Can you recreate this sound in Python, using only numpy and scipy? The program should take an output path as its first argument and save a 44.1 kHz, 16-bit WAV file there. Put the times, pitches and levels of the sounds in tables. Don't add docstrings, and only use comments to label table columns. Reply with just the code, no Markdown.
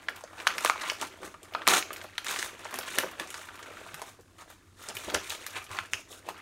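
import sys
import numpy as np
from scipy import signal
from scipy.fft import rfft, irfft, next_fast_len
from scipy.io import wavfile

SR = 44100
rng = np.random.default_rng(int(sys.argv[2]) if len(sys.argv) > 2 else 0)


def how_loud(loudness_db):
    steps = np.asarray(loudness_db, float) / 20
    return 10 ** steps


def pcm_store(signal):
    levels = np.round(np.clip(np.atleast_2d(signal), -1, 1) * 32767)
    wavfile.write(sys.argv[1], SR, levels.astype(np.int16).T)


N = 282681

# frequency in Hz, level in dB per Hz.
ROOM_TONE = [(15, -45), (30, -36), (50, 15), (120, -12), (170, 8), (309, -5.5), (489, -19), (1100, -40),
             (1520, -12), (4740, -9), (9570, -10), (19000, -28)]
# pitch in Hz, width in Hz, level in dB.
DRONE = [(95, 13, -64), (311, 73, -66.5)]
# time in seconds, crackle in dB, favoured panel pitch in Hz.
GRIP = [(0.0, -53.5, 1640), (0.07, -62, 1730), (0.36, -55, 1370), (0.6, -46.5, 1530), (0.95, -53.5, 2150),
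        (1.4, -62.5, 1410), (1.63, -54, 1540), (1.85, -52, 1730), (2.15, -56, 2070), (2.6, -52.5, 1880),
        (2.95, -45.5, 2050), (3.2, -56, 1600), (4.0, -50.5, 1520), (4.2, -70, 1500), (4.72, -69.5, 1700),
        (5.3, -59, 2440), (5.75, -62, 1570), (6.41, -67, 1950)]
# start in seconds,
# hold in seconds, crackle in dB, fibres in dB relative to it, folds in dB relative to it.
SQUEEZES = [(0.093, 0.097, -54, -13, 5), (0.397, 0.0036, -45, -4, -6), (0.494, 0.0057, -38, -9, -23),
            (0.652, 0.017, -31.5, -1, -9.5), (0.814, 0.046, -39, -12, -34), (0.887, .004, -36, -5.5, -23),
            (1.018, 0.0096, -40, -1.5, -1), (1.226, 0.046, -54, 1.5, 9.5), (1.44, 0.034, -65, -13, 14.5),
            (1.552, 0.11, -52, -28, 8.5), (1.954, 0.06, -55, -6, 5), (2.274, 0.041, -38.5, -4.5, -11),
            (2.304, 0.14, -43, 4, -5.5), (2.666, 0.0023, -47, -10, -21), (2.734, .06, -47.5, -11, 7),
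            (2.878, 0.091, -45.5, -1, -27), (2.982, 0.05, -39, -3, 2.5), (3.208, 0.018, -41.5, -8, -2.5),
            (3.288, 0.15, -53.5, 2, -16), (4.02, 0.056, -55.5, -6, 4), (4.076, 0.024, -58.5, 4.5, -17),
            (4.394, 0.019, -53, -3.5, -14), (4.497, 0.026, -57, -1.5, -5),
            (4.798, 0.098, -52.5, -0.5, -7), (4.885, 0.03, -48, -6, 0), (4.956, 0.12, -49, 2, -6),
          (5.096, 0.0035, -41.5, -17, 5.5), (5.153, 0.0018, -35.5, -6, 4.5), (5.22, .08, -49.5, -1, -27),
          (5.309, .012, -40, -0.5, -6), (5.357, 0.15, -50.5, -3, 0), (5.559, 0.022, -40, -5, -11),
          (5.722, 0.074, -42.5, -7, -6), (5.928, 0.076, -58.5, 3, 8), (6.108, 0.063, -59, 6, 3.5),
          (6.288, 0.0037, -46.5, -2.5, 6), (6.346, .08, -54, -35, -4)]
# hold in seconds, crackle in dB, fibres and folds each in dB relative to it.
RIP = (0.1055, -27.5, 0, -6)
# frequency in Hz, level in dB per Hz.
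FIBRES = [(2500, -41), (3600, 0.5), (4600, -13.5), (5200, -9.5), (6500, -4.5), (9500, -7), (10600, -13.5),
          (12000, -13), (14000, -24.5), (19000, -3)]
# start in
# seconds, peak in dB, panel pitch in Hz, bright edge in dB relative to the peak.
CREASE_SNAPS = [(0.0853, -11.5, 1850, -15), (0.1609, -39, 1400, 11.5), (0.2088, -33, 1000, -1),
                (0.2383, -26.5, 630, -2), (0.382, -33, 2780, -15), (0.4014, -21.5, 2520, -18),
                (0.4691, -10, 1110, -3), (0.4705, 0, 1630, -18), (0.4747, -2.5, 3640, -29),
                (0.5818, -13.5, 2220, -1), (0.6074, -25, 1290, 4), (0.6483, -5, 1130, 0.5),
                (0.6599, -5.5, 1700, -22), (0.6982, 0, 1260, -11), (0.7576, -24, 1090, -24),
                (0.8194, -23, 1300, 2), (0.8358, -22, 1320, -29), (0.8995, -7, 3050, -20),
                (0.9168, -21.5, 820, -3), (1.014, -14, 3100, 5), (1.0235, -22, 880, 2),
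                (1.027, -19.5, 1170, -15), (1.2313, -25, 1160, -10), (1.3417, -30.5, 1190, -12),
                (1.431, -33, 3250, 8), (1.523, -34.5, 730, -2), (1.5375, -23.5, 2920, -9),
                (1.5494, -11, 1320, -41), (1.5837, -32, 1430, -16), (1.6186, -19, 1500, -32),
                (1.67, -4, 2310, -26), (1.677, 0, 1600, 3.5), (1.686, 1, 3830, -22), (1.8261, -14, 2580, -24),
              (1.906, -20, 1330, -23), (1.9308, -24.5, 2700, 7), (1.962, -25, 2340, -24),
              (1.967, -27.5, 7140, -11), (2.0144, -24.5, 1900, -9), (2.0436, -26.5, 780, -21),
              (2.1804, -12, 3930, -6), (2.1813, -13, 1760, -9), (2.2455, -25, 2490, 4),
              (2.2666, -18, 2120, 0), (2.31, -18, 1650, 1), (2.3894, -23, 1980, 11),
              (2.4447, -27, 1940, -1), (2.6535, -20.5, 865, -21), (2.727, -27, 1150, -13),
              (2.7412, -19.5, 1100, 3), (2.7883, -17, 830, 5.5), (2.8302, -25, 2350, -13),
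              (2.9857, -5, 1920, 4.5), (2.988, -10, 3230, -7), (3.0358, -14, 920, -24),
              (3.1977, -16, 1850, -3), (3.1989, -25, 1850, -17), (3.304, -25.5, 2830, 8),
              (3.3427, -22, 1700, 1), (3.4879, -26.5, 1630, -24),
                (4.19, -39.5, 443, -16), (3.9432, -24.5, 1880, 2.5), (4.0177, -21.5, 980, 1),
              (4.2095, -41, 7210, -12), (4.384, -41, 1130, 2), (4.42, -34.5, 1090, -1),
              (4.501, -39, 880, 6), (4.8264, -35.5, 6290, 8.5), (4.8875, -29, 1610, 13.5),
              (4.9686, -16.5, 2940, 1), (5.1002, -18.5, 3200, -11), (5.1044, -27, 1260, -12),
              (5.1452, -9, 3560, 5.5), (5.1485, -7, 1680, -2.5), (5.2976, -15.5, 7260, -15),
              (5.3035, -15.5, 3840, -9), (5.3234, -22.5, 885, -8), (5.4653, -21.5, 1950, 7),
              (5.474, -27, 4630, -25), (5.565, -18.5, 1790, -21), (5.666, -31, 3060, -6),
              (5.714, -28.5, 1300, 2.5), (5.7283, -35, 1220, 2), (5.7878, -8.5, 1740, -27),
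              (5.859, -36, 2610, 6.5), (5.9346, -4.5, 2650, -3.5), (5.9412, -19, 2930, -19),
              (6.1277, -28.5, 3400, 1), (6.288, -25, 960, -1), (6.2893, -23, 2580, -21)]
# frequency in Hz, time to fall 60 dB in seconds.
ROOM_T60 = [(300, 0.3), (800, 0.24), (2100, 0.26), (5500, 0.29), (14000, 0.19)]
# start in seconds, end in seconds, gap in seconds, peak in dB,
# panel pitch in Hz.
SLIPS = [
    (2.301, 2.46, .042, -17.5, 2000),
    (3.555, 3.92, .034, -34, 1610),
]
# start in seconds, peak in dB, pitch in Hz.
THUDS = [
    (2.439, -49, 73),
    (3.937, -44, 153),
    (4.95, -42, 99.6),
    (5.069, -40, 72),
    (5.148, -34.5, 75.4),
    (5.29, -49, 83),
    (5.705, -39, 99),
    (5.807, -41, 92),
    (5.939, -44, 93),
]
# frequency in Hz, width in Hz, depth in dB.
MIC_DIPS = [(778, 157, -4), (10530, 670, -2)]


def rms_one(x):
    return x / np.sqrt(np.mean(x ** 2) + 1e-20)


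def at_hz(points, hz):
    table_hz, values = np.transpose(points)
    return np.interp(np.log(hz + 1), np.log(table_hz), values)


def coloured(x, spectrum):
    size = next_fast_len(len(x))
    gain = how_loud(at_hz(spectrum, np.fft.rfftfreq(size, 1 / SR)))
    return irfft(rfft(x, size) * gain, size)[:len(x)]


def drift(rate_hz):
    r = np.exp(-2 * np.pi * rate_hz / SR)
    noise = rng.standard_normal(N + SR)
    return rms_one(signal.lfilter([1], [1, -2 * r, r * r], noise)[SR:])


def ring(clicks, hz, t60):
    r = how_loud(-60 / (t60 * SR))
    w = 2 * np.pi * hz / SR
    return signal.lfilter([0, np.sin(w)], [1, -2 * r * np.cos(w), r * r], clicks + 1e-18)


def room_tone():
    out = how_loud(-61 - 7) * rms_one(coloured(rng.standard_normal(N), ROOM_TONE))
    for hz, width_hz, level_db in DRONE:
        out = out + how_loud(level_db) * rms_one(ring(rng.standard_normal(N), hz, 2.2 / width_hz))
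    return out


def handling():
    t = np.arange(N // 32 + 1) * 32 / SR
    s, grip_db, panel_hz = np.transpose(GRIP)
    layers_db = np.array([[0], [-7], [-3]])
    power = how_loud(2 * (np.interp(t, s, grip_db) + layers_db))
    moves = [(row, 486, 304) for row in SQUEEZES]
    moves.append(((1.674, *RIP), 2500, 526))
    for (at, hold, level_db, fibre_db, fold_db), rise, fall in moves:
        shape_db = level_db - rise * np.maximum(at - t, 0) - fall * np.maximum(t - at - hold, 0)
        sag_db = 65 * np.maximum(t - at, 0)
        power = power + how_loud(2 * np.array([shape_db, shape_db + fibre_db, shape_db + fold_db - sag_db]))
    curves = (*(10 * np.log10(power)), np.interp(t, s, panel_hz))
    return [np.interp(np.arange(N) / SR, t, curve) for curve in curves]


def grains(per_s, spread_db, clumps_db):
    sizes = how_loud(spread_db * np.minimum(rng.exponential(1, N), 4)) * rng.choice([-1, 1], N)
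    return sizes * (rng.random(N) < per_s / SR) * how_loud(clumps_db)


def panels(clicks, low_hz, high_hz, cycles, count, favoured_hz, focus_db, grip_db):
    dealt = rng.integers(0, count, N)
    grip = drift(2.8)
    out = 0
    for k, hz in enumerate(np.geomspace(low_hz, high_hz, count)):
        freed_db = grip_db * np.roll(grip, k * N // count)
        share = how_loud(freed_db - focus_db * np.log2(hz / favoured_hz) ** 2)
        out = out + ring(clicks * share * (dealt == k), hz, cycles / hz) / np.sqrt(cycles / hz)
    return out


def crackle():
    crackle_db, fibre_db, fold_db, panel_hz = handling()
    denser = how_loud(0.03 * (crackle_db + 48.5))
    clumps_db = 0.22 * drift(42) + 1.6 * drift(86)
    middle = panels(grains(1500 * denser, 1.9, clumps_db + 0.31 * drift(60)), low_hz=706, high_hz=4530,
                    cycles=25.5, count=24, favoured_hz=panel_hz, focus_db=4.0, grip_db=2.0)
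    fibres = coloured(grains(9000, 2.2, clumps_db + 2.2 * drift(60)), FIBRES)
    folds = panels(grains(700, 2.93, clumps_db), low_hz=250, high_hz=810,
                   cycles=9.1, count=10, favoured_hz=597, focus_db=6.0, grip_db=5.5)
    out = how_loud(crackle_db + 1.07) * rms_one(middle / np.sqrt(denser))
    out = out + how_loud(fibre_db + 1.9) * rms_one(fibres)
    return out + how_loud(fold_db + 0.27) * rms_one(folds)


def ticks(count=260):
    crackle_db, _, _, panel_hz = handling()
    at = (rng.random(count) * N).astype(int)
    chance = rng.standard_normal((count, 3))
    peak_db = np.minimum(crackle_db[at] + 13 + 3.5 * chance[:, 0], -25)
    hz = panel_hz[at] * 2 ** (0.51 * chance[:, 1] - 0.3)
    edge_db = -4 + 7 * chance[:, 2]
    return list(zip(at / SR, peak_db, hz, edge_db))


def snaps(cycles=6.9, upper=1.64, soft=2.13):
    size = 1024
    out, t = np.zeros(N + size), np.arange(size) / SR
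    creases = CREASE_SNAPS + ticks() + slips()
    chance = rng.standard_normal((len(creases), size))
    luck = rng.random((len(creases), size))
    for (s, peak_db, hz, edge_db), noise, draw in zip(creases, chance, luck):
        lasts_ms = 1.0 - 0.1931 * min(peak_db, 0)
        struck = draw < 5000 / SR
        blows = how_loud(-1.5) * noise * struck * np.exp(-1000 * t / lasts_ms)
        blows[0] = 2.16 * np.sign(noise[0])
        panel = ring(blows, hz, cycles / hz)
        panel = panel + how_loud(-7.0) * ring(blows, min(upper * hz, 15000), cycles / hz / upper)
        push_band = [hz / soft, min(hz * soft * upper, 18000)]
        panel = signal.lfilter(*signal.butter(2, push_band, "band", fs=SR), panel)
        edge_band = [4300, 8000 + 8500 * draw[0]]
        edge = signal.lfilter(*signal.butter(2, edge_band, "band", fs=SR), blows)
        at = int(s * SR)
        out[at:at + size] += how_loud(peak_db - 4.5) * panel / np.abs(panel).max()
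        out[at:at + size] += how_loud(peak_db + edge_db - 5.5) * edge / np.abs(edge).max()
    return out[:N]


def room(x, first_echo_s=0.002):
    t = np.arange(SR // 2) / SR
    present = rng.random(len(t)) < 0.015 + 8.0 * t
    echoes = rng.standard_normal(len(t)) * present / np.sqrt(np.minimum(0.0078 + 8.0 * t, 1))
    echoes = echoes * (t > first_echo_s)
    edges = 60 * 2 ** np.arange(0, 8.6, 1.0)
    tail = 0
    for low, high in zip(edges, edges[1:]):
        band = signal.sosfilt(signal.butter(2, [low, high], "band", fs=SR, output="sos"), echoes)
        tail = tail + band * how_loud(-60 * t / at_hz(ROOM_T60, np.sqrt(low * high)))
    return signal.fftconvolve(x, tail / np.sqrt(np.sum(tail ** 2)))[:N]


def slips():
    rows = []
    for start, end, gap, peak_db, hz in SLIPS:
        chance = rng.standard_normal((16, 4))
        at = start + gap * (np.arange(16) + 0.28 * chance[:, 0])
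        for s, c in zip(at, chance):
            if s < end:
                rows.append((s, peak_db + 3.0 * c[1], hz * 2 ** (0.06 * c[2]), -9 + 8.2 * c[3]))
    return rows


def thuds(t60=0.12, onset_s=0.0046):
    t = np.arange(SR // 4) / SR
    out = np.zeros(N + len(t))
    for s, peak_db, hz in THUDS:
        at = int(s * SR)
        push = how_loud(peak_db - 60 * t / t60) * (1 - np.exp(-t / onset_s))
        out[at:at + len(t)] += push * np.sin(2 * np.pi * hz * t)
    return out[:N]


def scene():
    sheet = signal.butter(2, 220, "high", fs=SR, output="sos")
    paper = signal.sosfilt(sheet, snaps() + crackle())
    return (paper + how_loud(-7.5) * room(paper) + thuds() + room_tone())[None]


def band_limit(x):
    return signal.sosfilt(signal.butter(12, 16660, fs=SR, output="sos"), x)


def record(dry):
    for hz, width_hz, depth_db in MIC_DIPS:
        peak = signal.lfilter(*signal.iirpeak(hz, hz / width_hz, fs=SR), dry)
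        dry = dry - (1 - how_loud(depth_db)) * peak
    cut = signal.sosfilt(signal.cheby2(20, 50, 16050, fs=SR, output="sos"), dry)
    return band_limit(cut)


dry = scene()
out = record(dry)
pcm_store(out)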